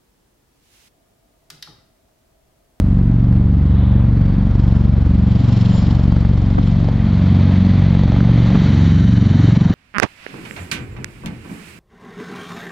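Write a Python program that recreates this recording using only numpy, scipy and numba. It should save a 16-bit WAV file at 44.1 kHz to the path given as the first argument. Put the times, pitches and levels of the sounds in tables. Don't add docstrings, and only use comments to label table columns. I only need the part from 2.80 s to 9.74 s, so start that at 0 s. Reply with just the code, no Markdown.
import sys
import numpy as np
from scipy import signal
from scipy.fft import rfft, irfft, next_fast_len
from scipy.io import wavfile
from scipy.ndimage import uniform_filter1d, minimum_filter1d
from numba import njit

SR = 44100
rng = np.random.default_rng(int(sys.argv[2]) if len(sys.argv) > 2 else 0)


def dump(signal):
    limited = np.clip(np.atleast_2d(signal).T, -1, 1)
    pcm = np.round(limited * 32767).astype(np.int16)
    wavfile.write(sys.argv[1], SR, pcm)


N = 306054
T = np.arange(N) / SR
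SOUND_M_S, SPEED_M_S = 343, 100

# (blade rate at the rotor [1/s], time abreast less the sound's travel from there [s],
#  distance abreast [m], one thump heard at [s])
FLIGHT_PATHS = [(16.6503, 9.160, 204.6, .0440), (16.5805, 8.626, 109.1, .0273),
                (16.8494, 13.055, 322.7, .0241), (16.8864, 13.138, 379, .0285)]
# (starting level [dB], level change [dB/s], starting width [ms],
#  power of relative distance that scales the width [-], skew [rad])
ROTOR_THUMPS = [(-3, 0.09, 4.55, -0.16, 0.95), (-6.5, 1.3465, 5.57, 0.24, 0.67),
                (-3.3, -0.14, 7.02, 0.87, 0.43), (-10.5, 0.81, 9.3, 1, .21)]
# (time [s], half length [s], lift of first rotor [dB], lift of second rotor [dB])
DRONE_SWELLS = [(2.1, 0.24, -0.5, -1.5), (2.9, 0.19, 1, 1), (3.75, .45, -1.5, -5), (4.75, .4, 1.5, 1)]
WINGMAN_DROP_S, WINGMAN_DROP_LENGTH_S, WINGMAN_DROP_DB = 3.3, .4, -3

# (delay [ms], level [dB])
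BANK_ECHOES = [(10.3, -13.5), (18, -19)]
SCATTER_DB, SCATTER_T60_S = -13.5, 1.0

# (frequency [Hz], density [dB])
RUMBLE_COLOUR = [(30, -11), (110, -4.0), (220, 1.0), (300, -7), (400, -16.5), (600, -27.5)]
ROAR_COLOUR = [(250, -23), (430, -0.5), (579, 0), (1140, -6.5), (1940, -15), (2800, -21), (3640, -44.5),
               (6160, -120)]
EARLY_HISS_COLOUR = [(1180, -21), (2000, 0), (2810, -9), (3170, -3), (4180, -7), (4610, -9.5), (5200, -21),
                     (6140, -19.5), (7440, -31.5), (9670, -67), (16400, -120)]
HOLLOW_HISS_COLOUR = [(1500, 0), (1950, -0.5), (2750, -9.5), (3050, -1), (3350, -8), (3850, -2.5),
                      (4500, -9), (5200, -19.5), (5850, -12), (6550, -20.5), (7100, -18.5), (7700, -32.5),
                      (8300, -36), (10000, -53)]
ROAR_DB, ROAR_DB_PER_KM = -41.5, 7.5
HISS_DB, HISS_DB_PER_KM = -57.5, 19.5
RUMBLE_DB = -24.5
HOLLOW_START_S, HOLLOW_FADE_S = 5.42, 0.8
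# (time [s], half length [s], lift of roar [dB], lift of wake hiss [dB], lift of engine hiss [dB])
BREEZE_SWELLS = [(1.09, 0.24, 3.5, -1, -3), (1.55, 0.21, 1.5, 2, 0), (1.934, 0.18, 3, -1.5, 8),
                 (2.62, 0.2, 1.5, 3.5, 7), (2.961, 0.26, 4, 3, 12), (3.89, .12, -2, 1, 5),
                 (4.811, 0.55, 3.5, 5.5, 5.5), (5.821, 0.39, 3.5, 6.5, 3), (6.32, 0.36, -4, 2.5, -2.5),
                 (6.7, 0.23, 2, 3.5, 6)]

# (frequency [Hz], density [dB])
SLAP_COLOUR = [(300, -1.5), (520, 2.0), (900, -10), (1500, -11.0), (2500, -28.5), (4500, -27),
               (7200, -42), (9000, -62.0)]
# (time [s], half length [s], lift [dB])
SLAP_SPELLS = [(1.62, .22, 4.5), (3.35, 0.32, 7), (5.25, .4, 6)]
# (peak time [s], peak level before other lifts [dB], rise [dB/s], fall [dB/s])
SLAP_BEAM = (5.5, -29.5, 1.5, 4)
ENGINE_BEAM = (3.5, -53, 3, 6.5)
SLAP_LEAD_MS, SLAP_LENGTH_MS, SLAP_SCATTER_DB = 3.2, 1.5, 3.5

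# (frequency [Hz], density [dB])
ENGINE_COLOUR = [(1500, -17.5), (2600, -6), (3150, 2), (3500, -3.5), (3950, -2.5), (4900, -7.5), (5280, -5),
                 (5900, -12.5), (6800, -18.5), (7200, -9.5), (7700, -28.5), (9000, -41.5), (12000, -45.5)]
# (time [s], half length [s], level [dB], centre [Hz], width [Hz])
WHISTLES = [(1.052, .2, -50.5, 3500, 1090), (1.45, 0.14, -53.5, 2000, 700), (1.5, 0.19, -61, 4530, 70),
            (2.55, 0.11, -58, 4610, 70), (2.97, 0.046, -50.5, 7100, 500), (3.0, 0.084, -49.5, 4620, 1500),
            (3.35, .17, -58, 4610, 70)]

# (frequency [Hz], density [dB])
STEADY_HISS_COLOUR = [(2000, 5.5), (9000, -5.5), (12000, -15.0), (14000, -31.0)]
PUFF_COLOUR = [(60, 8.5), (200, 8.0), (500, -3), (1300, -14), (2500, -22.5), (5000, -53)]
OPPOSED_PUFF_COLOUR = [(150, -1), (450, 2), (1200, -5.5), (1800, -24), (4000, -47)]
# (time [s], half length [s], level shared by both ports [dB], level opposed between them [dB])
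WIND_BUMPS = [(2.897, .005, -38, -24), (3.785, 0.005, -19, -8), (5.749, 0.0044, -16, -40),
              (5.756, 0.0043, -11.5, -40)]
# (time [s], stereo width [0-1])
STEREO_WIDTH = [(.6, 0), (.85, 0.3), (4, 0.6), (4.4, 0)]
TOP_HZ = 15800

OPPOSED = np.array([[1], [-1]])


def undb(db):
    return 10 ** (np.asarray(db) / 20)


def curves(table):
    s, *columns = np.transpose(table)
    return [np.interp(T, s, column) for column in columns]


def bells(table):
    return sum(np.outer(lifts_db, np.exp(-((T - s) / half_s) ** 2)) for s, half_s, *lifts_db in table)


def walk(rate):
    size = int(SR / rate)
    held = np.repeat(rng.standard_normal(N // size + 1), size)
    return 1.3 * uniform_filter1d(uniform_filter1d(held, size), size)[:N]


def noise(colour):
    hz, db = np.transpose(colour)
    size = next_fast_len(N)
    f = np.maximum(np.fft.rfftfreq(size, 1 / SR), 1)
    gain = undb(np.interp(np.log(f), np.log(hz), db))
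    gain = gain * np.minimum(f / hz[0], 1) ** 2 * np.minimum(hz[-1] / f, 1) ** 2
    y = irfft(rfft(rng.standard_normal(size)) * gain, size)[:N]
    return y / y.std()


def wide(colour, side_db):
    return noise(colour) + undb(side_db) * noise(colour) * OPPOSED


def distance(path, t):
    _, abreast_less_travel_s, abreast_m, _ = path
    mach = SPEED_M_S / SOUND_M_S
    ahead_m = SPEED_M_S * (abreast_less_travel_s - t) + mach * abreast_m
    root_m = np.sqrt(ahead_m ** 2 + (1 - mach ** 2) * abreast_m ** 2)
    return (mach * ahead_m + root_m) / (1 - mach ** 2)


def blade_clock(path):
    blade_hz, _, _, thump_s = path

    def sent_s(t):
        return t - distance(path, t) / SOUND_M_S

    phase = blade_hz * (sent_s(T) - sent_s(thump_s))
    heard_hz = np.gradient(phase) * SR
    from_pulse = (phase + .5) % 1 - .5
    return from_pulse * 1000 / heard_hz, heard_hz


def rotor(path, thump):
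    db, db_per_s, start_ms, width_power, skew = thump
    ms, heard_hz = blade_clock(path)
    width_ms = start_ms * (distance(path, T) / distance(path, 0)) ** width_power
    shaken_ms = ms + .08 * walk(30)
    pulse = np.real(np.exp(-1j * skew) * (1 - 1j * shaken_ms / width_ms) ** -4.53)
    between_blades = 1 - (2 * ms * heard_hz / 1000) ** 8
    return pulse * between_blades * undb(db + db_per_s * T + .5 * walk(20))


def bank(x):
    echoes = sum(undb(db) * np.interp(T - ms / 1000, T, x) for ms, db in BANK_ECHOES)
    tails = rng.standard_normal((2, SR)) * undb(-60 * T[:SR] / SCATTER_T60_S)
    tails /= np.sqrt(np.sum(tails ** 2, axis=1, keepdims=True))
    scatter = signal.fftconvolve(x[None], tails, axes=1)[:, :N]
    return x + echoes + undb(SCATTER_DB) * scatter


def wake(thumps, roar_lift_db, hiss_lift_db):
    leader = FLIGHT_PATHS[0]
    nearer_km = (distance(leader, 0) - distance(leader, T)) / 1000
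    roar_db = ROAR_DB + ROAR_DB_PER_KM * nearer_km + roar_lift_db
    hiss_db = HISS_DB + HISS_DB_PER_KM * nearer_km + hiss_lift_db
    throb = np.sqrt(uniform_filter1d(thumps ** 2, size=400) / np.mean(thumps ** 2) + 1e-9)
    rumble = wide(RUMBLE_COLOUR, side_db=-16.0) * throb * undb(RUMBLE_DB)
    roar = wide(ROAR_COLOUR, side_db=-3) * undb(roar_db + 0.5 * walk(35))
    hollow = np.clip((T - HOLLOW_START_S) / HOLLOW_FADE_S, 0, 1)
    early_hiss = np.sqrt(1 - hollow) * wide(EARLY_HISS_COLOUR, side_db=-21.0)
    hollow_hiss = np.sqrt(hollow) * noise(HOLLOW_HISS_COLOUR)
    return rumble + roar + (early_hiss + hollow_hiss) * undb(hiss_db + 0.5 * walk(40))


def beam(peak_s, peak_db, rise_db_per_s, fall_db_per_s):
    return peak_db - np.maximum(rise_db_per_s * (peak_s - T), fall_db_per_s * (T - peak_s))


def slap(ms):
    spell_db, = bells(SLAP_SPELLS)
    burst = np.exp(-((ms + SLAP_LEAD_MS) / SLAP_LENGTH_MS) ** 2)
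    level_db = beam(*SLAP_BEAM) + spell_db + SLAP_SCATTER_DB * walk(24)
    return wide(SLAP_COLOUR, side_db=-7.5) * burst * undb(level_db)


def engine(ms, lift_db):
    chop = .7 + .8 * np.exp(-((ms + 3.5) / 8) ** 2) * undb(2.5 * walk(24))
    level_db = beam(*ENGINE_BEAM) + lift_db + 1.0 * walk(300)
    return wide(ENGINE_COLOUR, side_db=-1.5) * chop * undb(level_db)


def wind():
    out = wide(STEADY_HISS_COLOUR, side_db=-2.5) * undb(-66.5)
    puff = noise(PUFF_COLOUR)
    opposed = noise(OPPOSED_PUFF_COLOUR) * OPPOSED
    for s, half_s, shared_db, opposed_db in WIND_BUMPS:
        bump = puff * undb(shared_db) + opposed * undb(opposed_db)
        out += bump * np.exp(-((T - s) / half_s) ** 2)
    return out


def whistles():
    out = 0
    for s, half_s, db, hz, width_hz in WHISTLES:
        band = noise([(hz - width_hz, -25), (hz - width_hz / 2, -3), (hz, 0),
                      (hz + width_hz / 2, -3), (hz + width_hz, -25), (hz + 2 * width_hz, -60)])
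        out = out + band * np.exp(-((T - s) / half_s) ** 2) * undb(db)
    return out


def scene():
    rotors = [rotor(path, thump) for path, thump in zip(FLIGHT_PATHS, ROTOR_THUMPS)]
    leader_a, leader_b, wingman_a, wingman_b = rotors
    swell_a_db, swell_b_db = bells(DRONE_SWELLS)
    leader = leader_a * undb(swell_a_db) + leader_b * undb(swell_b_db)
    dropped = np.clip((T - WINGMAN_DROP_S) / WINGMAN_DROP_LENGTH_S + .5, 0, 1)
    wingman = wingman_a * undb(WINGMAN_DROP_DB * dropped) + wingman_b
    thumps = leader + wingman
    wingman_ms, _ = blade_clock(FLIGHT_PATHS[2])
    roar_lift_db, hiss_lift_db, engine_lift_db = bells(BREEZE_SWELLS)
    out = bank(thumps) + wake(thumps, roar_lift_db, hiss_lift_db)
    out = out + slap(wingman_ms) + engine(wingman_ms, engine_lift_db)
    return out + whistles() + wind()


def record(dry):
    width, = curves(STEREO_WIDTH)
    mid, side = dry.mean(axis=0), (dry[0] - dry[1]) / 2
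    y = mid + np.clip(width, 0, 1) * (side + 0.021 * mid) * OPPOSED
    attack_s, release_s, ceiling = .0004, .03, .75
    peak = follow(np.abs(mid), 1 / (attack_s * SR), 1 / (release_s * SR))
    gain = minimum_filter1d(np.minimum(1, ceiling / (peak + 1e-9)), size=130)
    gain = uniform_filter1d(uniform_filter1d(gain, size=90), size=90)
    top_cut = signal.ellip(8, .2, 70, TOP_HZ, fs=SR, output="sos")
    return signal.sosfilt(top_cut, y * gain)


@njit
def follow(x, attack, release):
    out, level = np.empty(len(x)), 0.
    for i in range(len(x)):
        level += (x[i] - level) * (attack if x[i] > level else release)
        out[i] = level
    return out


dry = scene()
out = record(dry)
dump(out)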